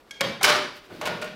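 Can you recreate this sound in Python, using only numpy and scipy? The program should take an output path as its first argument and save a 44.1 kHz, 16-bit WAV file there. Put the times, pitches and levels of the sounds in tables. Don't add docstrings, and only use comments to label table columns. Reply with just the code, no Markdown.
import sys
import numpy as np
from scipy import signal
from scipy.fft import rfft, irfft, next_fast_len
from scipy.io import wavfile
from scipy.ndimage import map_coordinates

SR = 44100
rng = np.random.default_rng(int(sys.argv[2]) if len(sys.argv) > 2 else 0)


def pcm_store(signal):
    levels = np.round(np.clip(np.atleast_2d(signal), -1, 1) * 32767)
    wavfile.write(sys.argv[1], SR, levels.astype(np.int16).T)


def level_to_linear(level):
    exponent = np.asarray(level, float) / 20
    return 10 ** exponent


N = 59535


def unit(x):
    return x / np.sqrt(np.mean(x ** 2) + 1e-20)


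def along(points, hz):
    point_hz, value = np.transpose(points)
    return np.interp(np.log(hz + 1), np.log(point_hz + 1), value)


def filtered(x, response):
    size = next_fast_len(len(x) + SR // 2)
    hz = np.fft.rfftfreq(size, 1 / SR)
    return irfft(rfft(x, size) * response(hz), size)[:len(x)]


def coloured_noise(colour, size):
    return filtered(rng.standard_normal(size), lambda hz: level_to_linear(along(colour, hz)))


def wobble(rate_hz, size):
    knots = rng.standard_normal(int(size * rate_hz / SR) + 4)
    return map_coordinates(knots, [np.arange(size) * rate_hz / SR])


def garage(x):
    # (frequency [Hz], decay t60 [s])
    wall_t60 = [(100, 0.71), (500, 0.46), (2000, 0.52), (5000, 0.5), (9000, 0.46), (15000, 0.38)]
    # (frequency [Hz], level [dB])
    wall_colour = [(100, 14), (1000, 3), (5000, 1.5), (7500, -7), (15000, -5)]
    first_wall_s, build_s = .006, .015
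    hz, t, spectrum = signal.stft(rng.standard_normal(SR), SR, nperseg=256)
    decay_db = along(wall_colour, hz)[:, None] - 60 * t / along(wall_t60, hz)[:, None]
    tail = signal.istft(spectrum * level_to_linear(decay_db), SR, nperseg=256)[1]
    since_s = np.clip(np.arange(len(tail)) / SR - first_wall_s, 0, None)
    tail = tail * (1 - np.exp(-since_s / build_s))
    return signal.fftconvolve(x, tail / np.linalg.norm(tail))


def contact(body, modes, ring_db, bright_db, chatter_s, rise_s):
    pivot_hz, thump_cut_hz = 2000, 120
    grit_db, scatter_db, grip_detune = 3, 1.5, .006
    soft_ring_db, hard_s = -6, .001
    t = np.arange(18000) / SR
    rise = 1 - np.exp(-t / rise_s)

    def tilt_db(hz):
        return bright_db * np.log2((hz + 50) / pivot_hz)

    noise = filtered(rng.standard_normal(len(t)), lambda f: level_to_linear(along(body, f) + tilt_db(f)))
    shape = level_to_linear(-60 * t / chatter_s) * rise
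    chatter = noise * shape * level_to_linear(grit_db * np.clip(wobble(861, len(t)), -2, 2))
    chatter = chatter * np.linalg.norm(shape) / np.linalg.norm(chatter)
    chatter = filtered(chatter, lambda f: (1j * f / (thump_cut_hz + 1j * f)) ** 2)

    hz, db, t60 = np.transpose(modes)[..., None]
    strength, phase, detune = rng.standard_normal((3, len(modes), 1))
    mode_amp = level_to_linear(db + tilt_db(hz) + scatter_db * strength - 60 * t / t60)
    mode_hz = hz * (1 + grip_detune * detune)
    ring = (mode_amp * np.sin(2 * np.pi * mode_hz * t + 2 * phase)).sum(0)
    softness_db = soft_ring_db * np.log10(1 + rise_s / hard_s)
    return np.array([chatter, level_to_linear(ring_db - 17.5 + softness_db) * rise * ring])


def steel(contacts, body, modes, ring_db):
    garage_db, ring_to_walls_db = -3, -5
    out = np.zeros(N + 2 * SR)
    for s, db, *manner in contacts:
        chatter, ring = level_to_linear(db) * contact(body, modes, ring_db, *manner)
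        far = level_to_linear(garage_db) * garage(chatter + level_to_linear(ring_to_walls_db) * ring)
        start = round(s * SR)
        out[start:][:len(ring)] += chatter + ring
        out[start:][:len(far)] += far
    return out[:N]


def air():
    # (frequency [Hz], level [dB/Hz])
    air_colour = [(15, -30), (25, -9), (70, -18), (134, -17), (427, -10), (796, -17), (1260, -18.5),
                  (1740, -26), (16000, -44.5)]
    level_db = -56.5
    return level_to_linear(level_db) * unit(coloured_noise(air_colour, N))


def hands():
    # (time [s], bumping level [dB], scraping level [dB])
    moves = [(0, -70, -66.5), (.17, -72, -66), (.215, -54, -67), (.3, -56, -78), (.75, -88, -56.5),
             (0.901, -52, -54.5), (1.0, -48, -52), (1.13, -76, -53), (1.35, -74, -59)]
    # (frequency [Hz], level [dB/Hz])
    bump_colour = [(20, -12), (60, -5), (150, 3.5), (350, 5), (900, -7), (3000, -34), (8000, -70)]
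    # (frequency [Hz], level [dB/Hz])
    scrape_colour = [(300, -20), (620, -17), (1000, -1), (1500, 3), (4500, -2), (7000, -15.5), (15000, -17)]
    uneven_db = 3
    s, *levels = np.transpose(moves)
    out = np.zeros(N)
    for colour, db in zip((bump_colour, scrape_colour), levels):
        level_db = np.interp(np.arange(N) / SR, s, db) + uneven_db * wobble(25.95, N)
        out += unit(coloured_noise(colour, N)) * level_to_linear(level_db)
    return out


def tooth_ticks():
    # (time [s], level [dB], brightness [dB/octave], chatter t60 [s], rise [s])
    ticks = [
        (.089, -61, -19, 0.03, 0.0013),
        (.1088, -36.5, -2, 0.043, 0.00014),
    ]
    # (frequency [Hz], level [dB/Hz])
    tooth_body = [(500, -5), (1400, -6), (3000, 3), (6000, 5.5), (12000, -4), (16000, -29)]
    # (frequency [Hz], level [dB], t60 [s])
    tooth_modes = [(1600, -5, .04), (1655, -10, .2), (2205, 0, .07), (3230, -7, .45), (3290, -8, .1),
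                   (4020, -22, .15), (5280, -1, .025), (5930, -22, .15), (6380, -19, .2),
                   (10800, -14, .008)]
    return steel(ticks, tooth_body, tooth_modes, ring_db=21)


def squeak():
    start_s, stop_s = .199, .208
    hz, level_db, decay_t60 = 2330, -28, .014
    t = np.arange(N) / SR
    swell = np.clip((t - start_s) / (stop_s - start_s), 0, 1)
    decay = level_to_linear(-60 * np.clip(t - stop_s, 0, 1) / decay_t60)
    return level_to_linear(level_db) * swell * decay * np.sin(2 * np.pi * hz * t)


def blade_clinks():
    # (time [s], level [dB], brightness [dB/octave], chatter t60 [s], rise [s])
    clinks = [
        (.2079, -17, 2.5, .018, .0003),
        (.2108, -11, -.5, .025, .001),
        (.235, -33, -2, .15, .01),
        (.285, -34, -1, .1, .008),
    ]
    # (frequency [Hz], level [dB/Hz])
    blade_body = [(59, -46), (100, -16), (400, -11), (547, -8), (970, -8), (1650, -10), (3250, -12.5),
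                  (16000, -36.5)]
    # (frequency [Hz], level [dB], t60 [s])
    blade_modes = [(555, -10, .3), (790, -7, .025), (1110, -7, .08), (1432, -5, .05), (1655, -9, .08),
                   (2205, 0, .04), (2315, -13, .12), (3230, -11, .2), (4020, -17, .08), (4515, -13, .06),
                   (5280, -14, .03), (6750, -12, .02), (7220, -24, .1), (11500, -14, .007)]
    return steel(clinks, blade_body, blade_modes, ring_db=13)


def favoured_modes():
    # (time [s], frequency [Hz], level [dB], swell [s], t60 [s])
    mode_events = [(.2085, 4515, -19, .001, .03), (.209, 5280, -25, .001, .025), (.255, 555, -31, .01, .14),
                   (.29, 2315, -29, .004, 0.058), (.252, 3220, -39, .003, .1),
                   (.4105, 790, -21.5, 0.0017, 0.058), (.405, 2140, -30, 0.0036, 0.056),
                   (0.419, 1065, -24, 0.0018, .04), (.4412, 2193, -10, 0.0009, 0.03),
                   (0.4409, 2378, -13, .001, .05), (.4495, 2250, -14, 0.00087, 0.022),
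                   (0.439, 3016, -12, .002, 0.073), (.443, 1535, -19, .003, .1),
                   (.442, 4200, -21, .001, .04), (.446, 5200, -17, .002, .04),
                   (.434, 388, -21.5, 0.0029, 0.074), (.432, 169, -29, 0.0065, 0.076),
                   (.45, 599.3, -16, 0.011, .2), (.472, 1274, -21, .01, .1), (.488, 1030, -21, .004, 0.076),
                   (.505, 1067, -30, .004, 0.097), (.553, 597.5, -24, .008, .14),
                   (.575, 384, -28.5, 0.0065, 0.082), (.212, 159.6, -33, 0.005, 0.075),
                   (.9, 624, -44, 0.0056, .15), (.907, 1480, -38, .002, .05),
                   (.945, 303, -35, 0.0028, 0.047), (.99, 322, -36, .008, 0.099),
                   (1.013, 1515, -33, .001, .09), (1.0136, 1124, -29.5, .001, .05),
                   (1.016, 604, -30, .01, .2), (1.059, 1062, -20, .003, 0.046),
                   (1.069, 3040, -25, .002, .025), (1.073, 1448, -20, 0.0023, 0.055),
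                   (1.094, 470, -27.5, .002, 0.046), (1.076, 612, -25, .004, .16),
                   (1.2215, 614, -31, .004, .5), (1.1, 1432, -32, 0.007, 0.16),
                   (1.2225, 1431, -26, .002, .07), (1.245, 1460, -37.5, .006, .15)]
    to_walls_db = -7
    s, hz, db, swell_s, t60 = np.transpose(mode_events)[..., None]
    t = np.clip(np.arange(N) / SR - s, 0, None)
    swell = 1 - np.exp(-t / swell_s)
    near = (level_to_linear(db - 60 * t / t60) * swell * np.sin(2 * np.pi * hz * t)).sum(0)
    return near + level_to_linear(to_walls_db) * garage(near)[:N]


def stack_clatters():
    # (time [s], level [dB], brightness [dB/octave], chatter t60 [s], rise [s])
    clatters = [(.4105, -27, -2.5, .08, .002), (.424, -29, -3, .025, .001), (.4296, -15, 5, .06, .0004),
                (.4408, -11, .5, .06, .001), (.4495, -13, .5, .05, .001), (.446, -16, 4, .03, .001),
                (.4545, -20, 4, .02, .001), (.462, -16, -1, .07, .001), (.475, -16, -2, .09, .002),
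                (.487, -14, -1, .09, .002), (.497, -18, 0, .07, .001), (.52, -21, -1, .1, .002),
                (.555, -24, -1, .1, .003)]
    # (frequency [Hz], level [dB/Hz])
    stack_body = [(59, -56), (100, -29), (513, -16), (595, -13.5), (721, -13.5), (1250, -5.5), (1870, -9.5),
                  (4980, -13), (16000, -33)]
    # (frequency [Hz], level [dB], t60 [s])
    stack_modes = [(390, -10, .1), (468, -11, .1), (601, -3, .22), (1070, -8, .1), (1278, -4, .14),
                   (1465, -7, .12), (1533, -6, .12), (2202, -4, .05), (2378, -4, .06), (3006, -8, .07),
                   (3650, -11, .1), (4500, -14, .05), (5200, -10, .07), (7700, -18, .03)]
    return steel(clatters, stack_body, stack_modes, ring_db=8)


def stack_settles():
    # (time [s], level [dB], brightness [dB/octave], chatter t60 [s], rise [s])
    settles = [(.897, -43.5, -3.2, 0.19, 0.005), (.943, -41, -9, 0.045, 0.0036),
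               (1.022, -31, -2.5, 0.22, 0.0029), (1.0122, -26, 0, 0.06, 0.0006),
               (1.0542, -25.5, 2, 0.071, 0.00042), (1.061, -22, 0.5, 0.03, 0.0015),
               (1.067, -31.5, 6, 0.034, 0.0011), (1.0715, -21, -.5, 0.069, .002),
               (1.2205, -24.5, -1, 0.066, .002), (1.2152, -30.5, 2, 0.047, .001),
               (1.093, -29, -5, 0.079, 0.0047), (1.24, -38.5, 4, 0.11, 0.0047)]
    # (frequency [Hz], level [dB/Hz])
    shaft_body = [(59, -23), (100, -19), (230, -15), (461, -9.5), (502, -11.5), (583, -3.5), (736, -6),
                  (2990, -10.5), (16000, -36)]
    # (frequency [Hz], level [dB], t60 [s])
    shaft_modes = [(395, -13, .1), (468, -9, .12), (565, -9, .1), (615, -12, .3), (750, -10, .08),
                   (1062, -6, .1), (1278, -10, .12), (1440, -3, .09), (1515, -6, .09), (2230, -11, .07),
                   (3000, -13, .04), (3365, -13, .08), (4560, -17, .06), (7700, -20, .02)]
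    return steel(settles, shaft_body, shaft_modes, ring_db=9)


def scene():
    background = air() + hands()
    blade = tooth_ticks() + squeak() + blade_clinks()
    stack = stack_clatters() + stack_settles()
    return (background + blade + stack + favoured_modes())[None]


def low_pass(x):
    return signal.sosfilt(signal.butter(12, 16810, fs=SR, output="sos"), x)


def record(dry):
    top_hz = 15750
    mix = filtered(dry[0], lambda hz: 1 / np.sqrt(1 + (hz / top_hz) ** 80))[None]
    return low_pass(mix)


dry = scene()
out = record(dry)
pcm_store(out)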